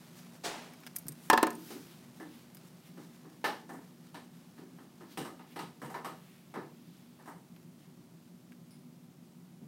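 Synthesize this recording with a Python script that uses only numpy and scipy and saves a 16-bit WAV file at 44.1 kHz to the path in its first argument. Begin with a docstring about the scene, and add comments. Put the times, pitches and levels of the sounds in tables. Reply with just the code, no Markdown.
"""A quiet lab, one microphone above the bench, ventilation droning throughout. A sleeve rustles close by
and a short hiss comes from some way off. Pliers and wire click near the microphone; then a plaster model
on its heavy stand is set down and rocks to rest, ringing the bench. Scattered knocks follow from across
the room, mostly as reverberation, while the rustle dies down; near the end a faint metal ping carries over.
Dull low thumps come through the bench, some under the hiss and the knocks, a few on their own."""
import sys
import numpy as np
from scipy import signal
from scipy.fft import rfft, irfft, next_fast_len
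from scipy.io import wavfile
from scipy.ndimage import uniform_filter1d, map_coordinates

SR = 44100
rng = np.random.default_rng(int(sys.argv[2]) if len(sys.argv) > 2 else 0)


def dump_mix(stems):
    """Bounce the given channels to the path in sys.argv[1] as a 16-bit WAV at rate SR."""
    frames = np.atleast_2d(stems).T  # one column per channel
    limited = np.clip(frames, -1, 1)  # hard clip at full scale
    pcm = np.round(limited * 32767).astype(np.int16)
    wavfile.write(sys.argv[1], SR, pcm)


N = 426447


def amp(db):
    """Decibels to gain."""
    return 10 ** (np.asarray(db) / 20)


def unit(x):
    """Scale to rms 1."""
    return x / np.sqrt(np.mean(x ** 2) + 1e-20)


def crest(x, size=176):
    """Scale so that the loudest stretch of size samples has rms 1."""
    return x / np.sqrt(uniform_filter1d(x ** 2, size).max() + 1e-20)


def along(points, hz):
    """Interpolate (f/Hz, value) points on a log frequency axis."""
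    f, values = np.transpose(points)
    return np.interp(np.log(hz + 1), np.log(np.abs(f) + 1), values)


def wobble(rate):
    """A smooth random curve, rate knots a second."""
    knots = rng.standard_normal(int(N * rate / SR) + 4)
    return map_coordinates(knots, [np.arange(N) * rate / SR])


def filtered(x, response):
    """Filter x by a gain given as a function of frequency."""
    size = next_fast_len(len(x) + 8192)
    return irfft(rfft(x, size) * response(np.fft.rfftfreq(size, 1 / SR)), size)[:len(x)]


def coloured(x, points, size=2048):
    """Minimum-phase filter through (f/Hz, level/dB) points: nothing sounds ahead of a blow."""
    gain = amp(along(points, np.fft.rfftfreq(size, 1 / SR)))
    cepstrum = irfft(np.log(gain))
    cepstrum[1:size // 2] *= 2
    cepstrum[size // 2 + 1:] = 0
    return signal.fftconvolve(x, irfft(np.exp(rfft(cepstrum))))[:len(x)]


def noise(points):
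    """Steady noise of rms 1, shaped by (f/Hz, level/dB) points."""
    return unit(filtered(rng.standard_normal(N), lambda hz: amp(along(points, hz))))


def fade(t, t60):
    """Decay by 60 dB in t60 seconds."""
    return np.exp(-np.log(1000) * t / t60)


def ring(modes, t, scatter_db):
    """Damped modes, struck at new strengths each time."""
    return sum(amp(db + scatter_db * rng.normal()) * fade(t, t60)
               * np.sin(2 * np.pi * (hz * t + rng.random())) for hz, db, t60 in modes)


def resonance(f, hz, width, db):
    """Response of one damped resonance."""
    return amp(db) * 1j * f * width / (hz * hz - f * f + 1j * f * width)


def add(track, s, x):
    """Mix x into the track at s seconds."""
    start = max(round(s * SR), 0)
    track[start:start + len(x)] += x[:N - start]


def room_tail():
    """A fresh diffuse response of the lab, with energy 1."""
    # reverberation time: f/Hz, t60/s
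    decay = [(150, 0.35), (240, .6), (400, .45), (1000, 0.34), (3000, 0.34), (8000, 0.36), (15000, .3)]
    hz, t, spectra = signal.stft(rng.standard_normal(SR * 3 // 4), SR, nperseg=256)
    tail = signal.istft(spectra * fade(t, along(decay, hz)[:, None]), SR, nperseg=256)[1]
    return tail / np.linalg.norm(tail)


def in_room(x, wet_db):
    """A sound near the microphone and the room's answer."""
    return x + amp(wet_db) * signal.fftconvolve(x, room_tail())[:len(x)]


def ventilation(rumble_db=-56, hiss_db=-54):
    """Room tone: duct rumble, even hiss and slightly unsteady fan tones."""
    # moving air: f/Hz, level/dB
    air_spectrum = [(15, -80.5), (25, -53), (76, -32.5), (170, -4), (189, -7), (205, -18), (241, -5.5),
                    (269, -18), (382, -18.5), (425, -29), (587, -29.5), (1320, -39), (1680, -43.5),
                    (1980, -42.5), (15800, -47)]
    # fan tones: f/Hz, level/dB
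    fan_tones = [(177.8, -70.5), (242.4, -70.5)]
    t = np.arange(N) / SR
    air = noise(air_spectrum)
    rumble = filtered(air, lambda hz: 1 / (1 + (hz / 600) ** 4))
    hum = sum(amp(db + 2.3 * wobble(3.7)) * np.sqrt(2) * np.sin(2 * np.pi * hz * t + 0.73 * wobble(5))
              for hz, db in fan_tones)
    return amp(rumble_db + 0.25 * wobble(4.2)) * rumble + amp(hiss_db) * (air - rumble) + hum


def sleeve(start_db=-61.5, settle_db_per_s=1.3, hump_db=6.5, hump_octaves=0.6):
    """Close by, cloth rubs in uneven catches, less as the arms settle; quick moves swish brighter."""
    # rustling cloth: f/Hz, level/dB
    cloth_spectrum = [(100, -24.5), (300, 8), (900, 5.5), (2500, 0), (5000, -1.5), (8000, -5.5),
                      (14000, -7), (16000, -12)]
    # a swish before its bright hump is added: f/Hz, level/dB
    swish_spectrum = [(200, -15.5), (1500, 3.5), (5000, -1.5), (7500, -5), (13500, -2), (16000, -2.5)]
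    # sleeve or hand brushes past: t/s, level/dB, rise and fall time/s, hump f/Hz
    swishes = [(0.19, -55.5, 0.031, 6030), (1.26, -57, 0.061, 9000), (1.68, -56, 0.12, 13020),
               (1.72, -53.5, 0.11, 5445), (1.92, -60, 0.059, 3500), (2.166, -65.5, 0.03, 7140),
               (2.345, -62, 0.088, 3300), (2.678, -62.5, 0.017, 8000), (2.872, -60.5, .035, 3000),
               (3.036, -65, 0.054, 6000), (5.125, -56.5, 0.03, 4300), (5.526, -61, 0.049, 2780),
               (6.289, -65, 0.26, 2580), (6.936, -69, 0.34, 3500), (7.836, -69, 0.056, 2790)]
    t = np.arange(N) / SR
    rustle_db = start_db - settle_db_per_s * t + wobble(25) + 1.6 * wobble(300)
    out = amp(rustle_db) * noise(cloth_spectrum)
    for s, db, slope_s, hz in swishes:
        def colour(f):
            hump = np.exp(-(np.log2((f + 1) / hz) / hump_octaves) ** 2)
            return amp(along(swish_spectrum, f) + hump_db * hump)
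        span = np.abs(t - s) < 6 * slope_s
        swish = unit(filtered(rng.standard_normal(N)[span], colour))
        out[span] += amp(db) * np.exp(-np.abs(t[span] - s) / slope_s) * swish
    return out


def ping(start_s=8.707):
    """A small metal piece pings across the lab, heard only through the room."""
    # metal piece: f/Hz, level/dB, t60/s
    metal_modes = [(2174, -3.5, .012), (5000, 0, 0.011), (5360, -3, .008), (9400, 5.5, 0.0036),
                   (9650, 9.5, .004), (14260, -1, 0.0025)]
    out, t = np.zeros(N), np.arange(SR // 10) / SR
    distant = signal.fftconvolve(ring(metal_modes, t, scatter_db=1.5), room_tail())
    add(out, start_s, amp(-62) * crest(distant))
    return out


def thumps(attack_s=0.008):
    """Dull low thumps through the bench: some under knocks and hiss, a few soft bumps on their own."""
    # low thumps: t/s, level/dB, deep bass/dB
    events = [(.44, -59, -20), (1.05, -48.5, -18), (5.174, -47, -16), (5.6, -51.5, -26), (5.82, -49, -26),
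              (6.56, -46, -33), (7.97, -56, -25.5), (9.61, -50, -23)]
    out, t = np.zeros(N), np.arange(SR // 2) / SR
    for s, db, deep_db in events:
        burst = rng.standard_normal(len(t)) * (1 - np.exp(-t / attack_s)) * fade(t, t60=0.29)
        thump = coloured(burst, [(30, deep_db - 5), (90, deep_db - 7.5), (150, 4.5), (280, -8.5),
                                 (500, -20.5), (1500, -39), (5000, -59.5)])
        add(out, s, amp(db) * crest(thump, size=1764))
    return out


def hiss(start_s=0.435, hold_s=0.021):
    """A short spurt of hiss some way off, drawn out by the room."""
    out, t = np.zeros(N), np.arange(SR * 3 // 4) / SR
    release = fade(np.maximum(t - hold_s, 0), 0.26)
    direct = rng.standard_normal(len(t)) * (1 - np.exp(-t / 0.01)) * release
    reverb = coloured(rng.standard_normal(len(t)), [(2000, 4.5), (5000, -1), (10000, -4)])
    reverb *= (1 - np.exp(-t / 0.053)) * fade(t, 0.64)
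    colour = [(30, -20.5), (100, -20), (360, 2), (490, -2), (700, 1), (920, 0), (1150, -4.5),
              (3000, -6.5), (5500, -7), (9000, -12), (13000, -23), (16000, -21)]
    add(out, start_s, amp(-36.5) * crest(coloured(direct + reverb, colour), size=1764))
    return out


def knocks(direct_db=-28.5, hard_rise_s=0.0013, softening=0.34):
    """Things put down across the lab ring the benches: a weak direct rap, then mostly the room."""
    # knocks: t/s, level/dB, low thud/dB, treble edge/dB, top fizz/dB, own note f/Hz
    blows = [(1.704, -41.5, 5.5, -10.5, -10, 378), (2.2, -43.5, 0.5, -17, -16.5, 333),
             (2.971, -45.5, 2, -17, -21.5, 373), (3.246, -50, 4, -25, -28, 357),
             (3.442, -27.5, -14, -10.5, -19, 857), (3.692, -43.5, 0, -21, -17, 770),
             (3.732, -49, 0, -24, -12.5, 930), (4.144, -45, -13, -10.5, -18, 291),
             (4.58, -46.5, 5, -16, -20.5, 388), (4.785, -53, -2.5, -20, -20.5, 300),
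             (5.008, -49, -1, -18.5, -18, 332), (5.174, -36.5, 0.5, -10.5, -9.5, 514),
             (5.25, -43.5, -5, -15, -15, 1230), (5.394, -51.5, -18, -14, -26, 877),
             (5.56, -40.5, -1, -14, -18, 815), (5.591, -39.5, -7, -7, -13, 920),
             (5.817, -43, -5, -20, -17.5, 485), (5.847, -46, -17, -13, -12.5, 940),
             (5.9, -46, -19, -17, -12, 773), (5.943, -36.5, -9.5, -18.5, -22.5, 966),
             (6.046, -38, -9, -14.5, -17.5, 1170), (6.54, -44, -8, -17.5, -22.5, 390),
             (6.559, -38, -5, -24, -33.5, 378), (7.19, -56, -4, -24.5, -19.5, 864),
             (7.257, -53.5, -14, -19, -14, 1030), (7.276, -45.5, -7, -23, -18, 890)]
    # bench tops and the things on them: f/Hz, width/Hz, level/dB
    bench_modes = [(405, 73, -20.5), (778, 23, -3.5), (926, 15, -9), (1256, 38, -3.5), (1762, 44, 0),
                   (2000, 260, -10), (2910, 240, -4.5), (3890, 75, -4), (5500, 440, -12), (8450, 740, -4),
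                   (9400, 260, -2), (12500, 1100, -6)]
    out, t = np.zeros(N), np.arange(SR // 20) / SR
    for s, db, thud_db, edge_db, fizz_db, note_hz in blows:
        rise_s = hard_rise_s * amp(-softening * edge_db)  # duller knocks rise more slowly
        rap = room_tail()
        rap[:len(t)] *= 1 - np.exp(-t / rise_s)
        rap[:len(t)] += amp(direct_db) * rng.standard_normal(len(t)) * fade(t, 0.02)
        modes = [(hz, width, level + 3.8 * rng.normal()) for hz, width, level in bench_modes]
        modes.append((note_hz, 55, 0))
        knock = filtered(rap, lambda f: 0.64 + sum(resonance(f, *mode) for mode in modes))
        colour = [(30, -37), (100, thud_db - 11.5), (280, thud_db + 10.5), (600, -1), (1000, 1.5),
                  (1800, -7), (2800, edge_db - 0.5), (4500, edge_db - 2),
                  (7000, fizz_db - 6), (13000, fizz_db - 8.5), (16000, fizz_db - 12)]
        add(out, s, amp(db) * crest(coloured(knock, colour)))
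    return out


def room_boom(x, level_db=-27.5):
    """The lab's low notes hang on after a sound."""
    # low boom of the room: f/Hz, level/dB
    boom_spectrum = [(60, -21.5), (140, -2.5), (200, -2.5), (300, -2.5), (500, -20), (1500, -60.5)]
    t = np.arange(SR) / SR
    response = coloured(rng.standard_normal(SR) * fade(t, t60=0.67), boom_spectrum)
    return amp(level_db) * signal.fftconvolve(x, response / np.linalg.norm(response))[:N]


def pliers(chatter_s=0.0035, loss_db=4.5):
    """Steel on steel, close up: each touch chatters three times; jaws and wire ring, damped by hand."""
    # pliers touch wire: t/s, level/dB, body/dB, wire f/Hz (set by where it is held)
    touches = [(0.7355, -46.5, 0, 5500), (0.8036, -50, -15, 13400), (0.835, -45.5, 8.5, 5560),
               (0.8656, -34, 0, 5200), (0.8726, -36.5, -1.5, 5900), (0.9594, -32.5, -23, 11600),
               (0.9635, -21.5, -20, 12200), (0.9853, -31, -27.5, 11800), (1.068, -40, -11, 13200),
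               (1.0833, -23.5, -20.5, 8500), (1.1214, -40.5, -13, 8630), (1.5294, -45.5, -14.5, 8800),
               (1.5517, -40.5, -20.5, 9100), (2.548, -40.5, -16, 14300), (2.57, -42.5, -7, 5200),
               (7.563, -50.5, 9.5, 11500), (8.521, -46.5, 3, 6470)]
    # steel jaws: f/Hz, level/dB, t60/s
    jaw_modes = [(1614, -12.5, .025), (2265, -11.5, 0.035), (4940, -7, 0.031), (5770, -12.5, .025),
                 (9000, -10, 0.023)]
    out, t = np.zeros(N), np.arange(SR // 3) / SR
    for s, db, body_db, wire_hz in touches:
        colour = [(200, body_db - 7), (1400, body_db + 11), (3500, body_db + 5),
                  (7000, -3.5), (13000, 2), (16000, -3)]
        for bounce in range(3):
            snap = 2.27 * rng.standard_normal(len(t)) * (fade(t, 0.0048) + 0.17 * fade(t, 0.03))
            jaws = ring(jaw_modes, t, scatter_db=1)
            wire = ring([(wire_hz, -3, 0.022)], t, scatter_db=7.5)
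            click = crest(coloured(snap + jaws + wire, colour), size=44)
            gain = amp(db - bounce * loss_db - 4.5)
            add(out, s + bounce * chatter_s, gain * in_room(click, wet_db=-18))
    return out


def stand():
    """Near the microphone the base rocks from edge to edge: each blow cracks and rings stand and bench."""
    # the stand hits the bench: t/s, level/dB, thud/dB, crack/dB
    blows = [(1.3, -9, -22.5, -13.5), (1.331, -13, -12, -21.5), (1.376, -15, -17, -19),
             (1.429, -11.5, -12, -14.5), (1.469, -24, -9, -14), (1.505, -35, -0.5, -6)]
    # stand, model and bench top: f/Hz, level/dB, t60/s
    stand_modes = [(239.2, -13, 0.47), (320, -3.5, 0.11), (383, -4, 0.091), (440, -7, .06),
                   (480, -10, 0.042), (559, -6.5, 0.064), (723, -12.5, 0.15), (747, -14, 0.12),
                   (857, -11, 0.053), (898, -4, 0.13), (991, -8, .09), (1016, -9.5, 0.16), (1039, -13, .09),
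                   (1076, -12, 0.17), (1278, -3, 0.041), (1460, -6.5, 0.0281), (1638, -6, 0.057),
                   (1714, -2.5, 0.056), (1720, -6.5, 0.068), (1795, -7.5, 0.11), (2154, -11.5, .05),
                   (2738, -10, 0.068), (3344, -16.5, .04), (4182, -12, 0.047)]
    crack_colour = [(100, -32.5), (1500, -1), (4500, -6), (7500, 1), (9000, 6.5), (10500, -3),
                    (13000, 2.5), (16000, -9.5)]
    out, t = np.zeros(N), np.arange(SR * 3 // 4) / SR
    for s, db, thud_db, crack_db in blows:
        ringing = ring(stand_modes, t, scatter_db=0.5) * (1 - np.exp(-t / 0.00054))
        impact = 2.2 * rng.standard_normal(len(t)) * fade(t, 0.051)
        body_colour = [(30, -17), (110, -14.5), (200, thud_db + 14.5), (400, thud_db + 13),
                       (750, 5.5), (2000, -0.5), (3500, -7), (5000, -9), (9000, -24)]
        body = coloured(ringing + impact, body_colour)
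        crack = coloured(rng.standard_normal(len(t)) * fade(t, 0.023), crack_colour)
        add(out, s, in_room(amp(db - 5.5) * crest(body), wet_db=-11))
        add(out, s, in_room(amp(db + crack_db - 0.5) * crest(crack), wet_db=-34))
    return out


def scene():
    """Everything at one microphone above the bench; stand, knocks and hiss set the room booming."""
    loud = stand() + knocks() + hiss()
    return (loud + room_boom(loud) + pliers() + thumps() + ping() + sleeve() + ventilation())[None]


def record(dry):
    """The recorder keeps nothing above 15.9 kHz."""
    return np.array([filtered(x, lambda hz: hz < 15900) for x in dry])


dry = scene()
out = record(dry)
dump_mix(out)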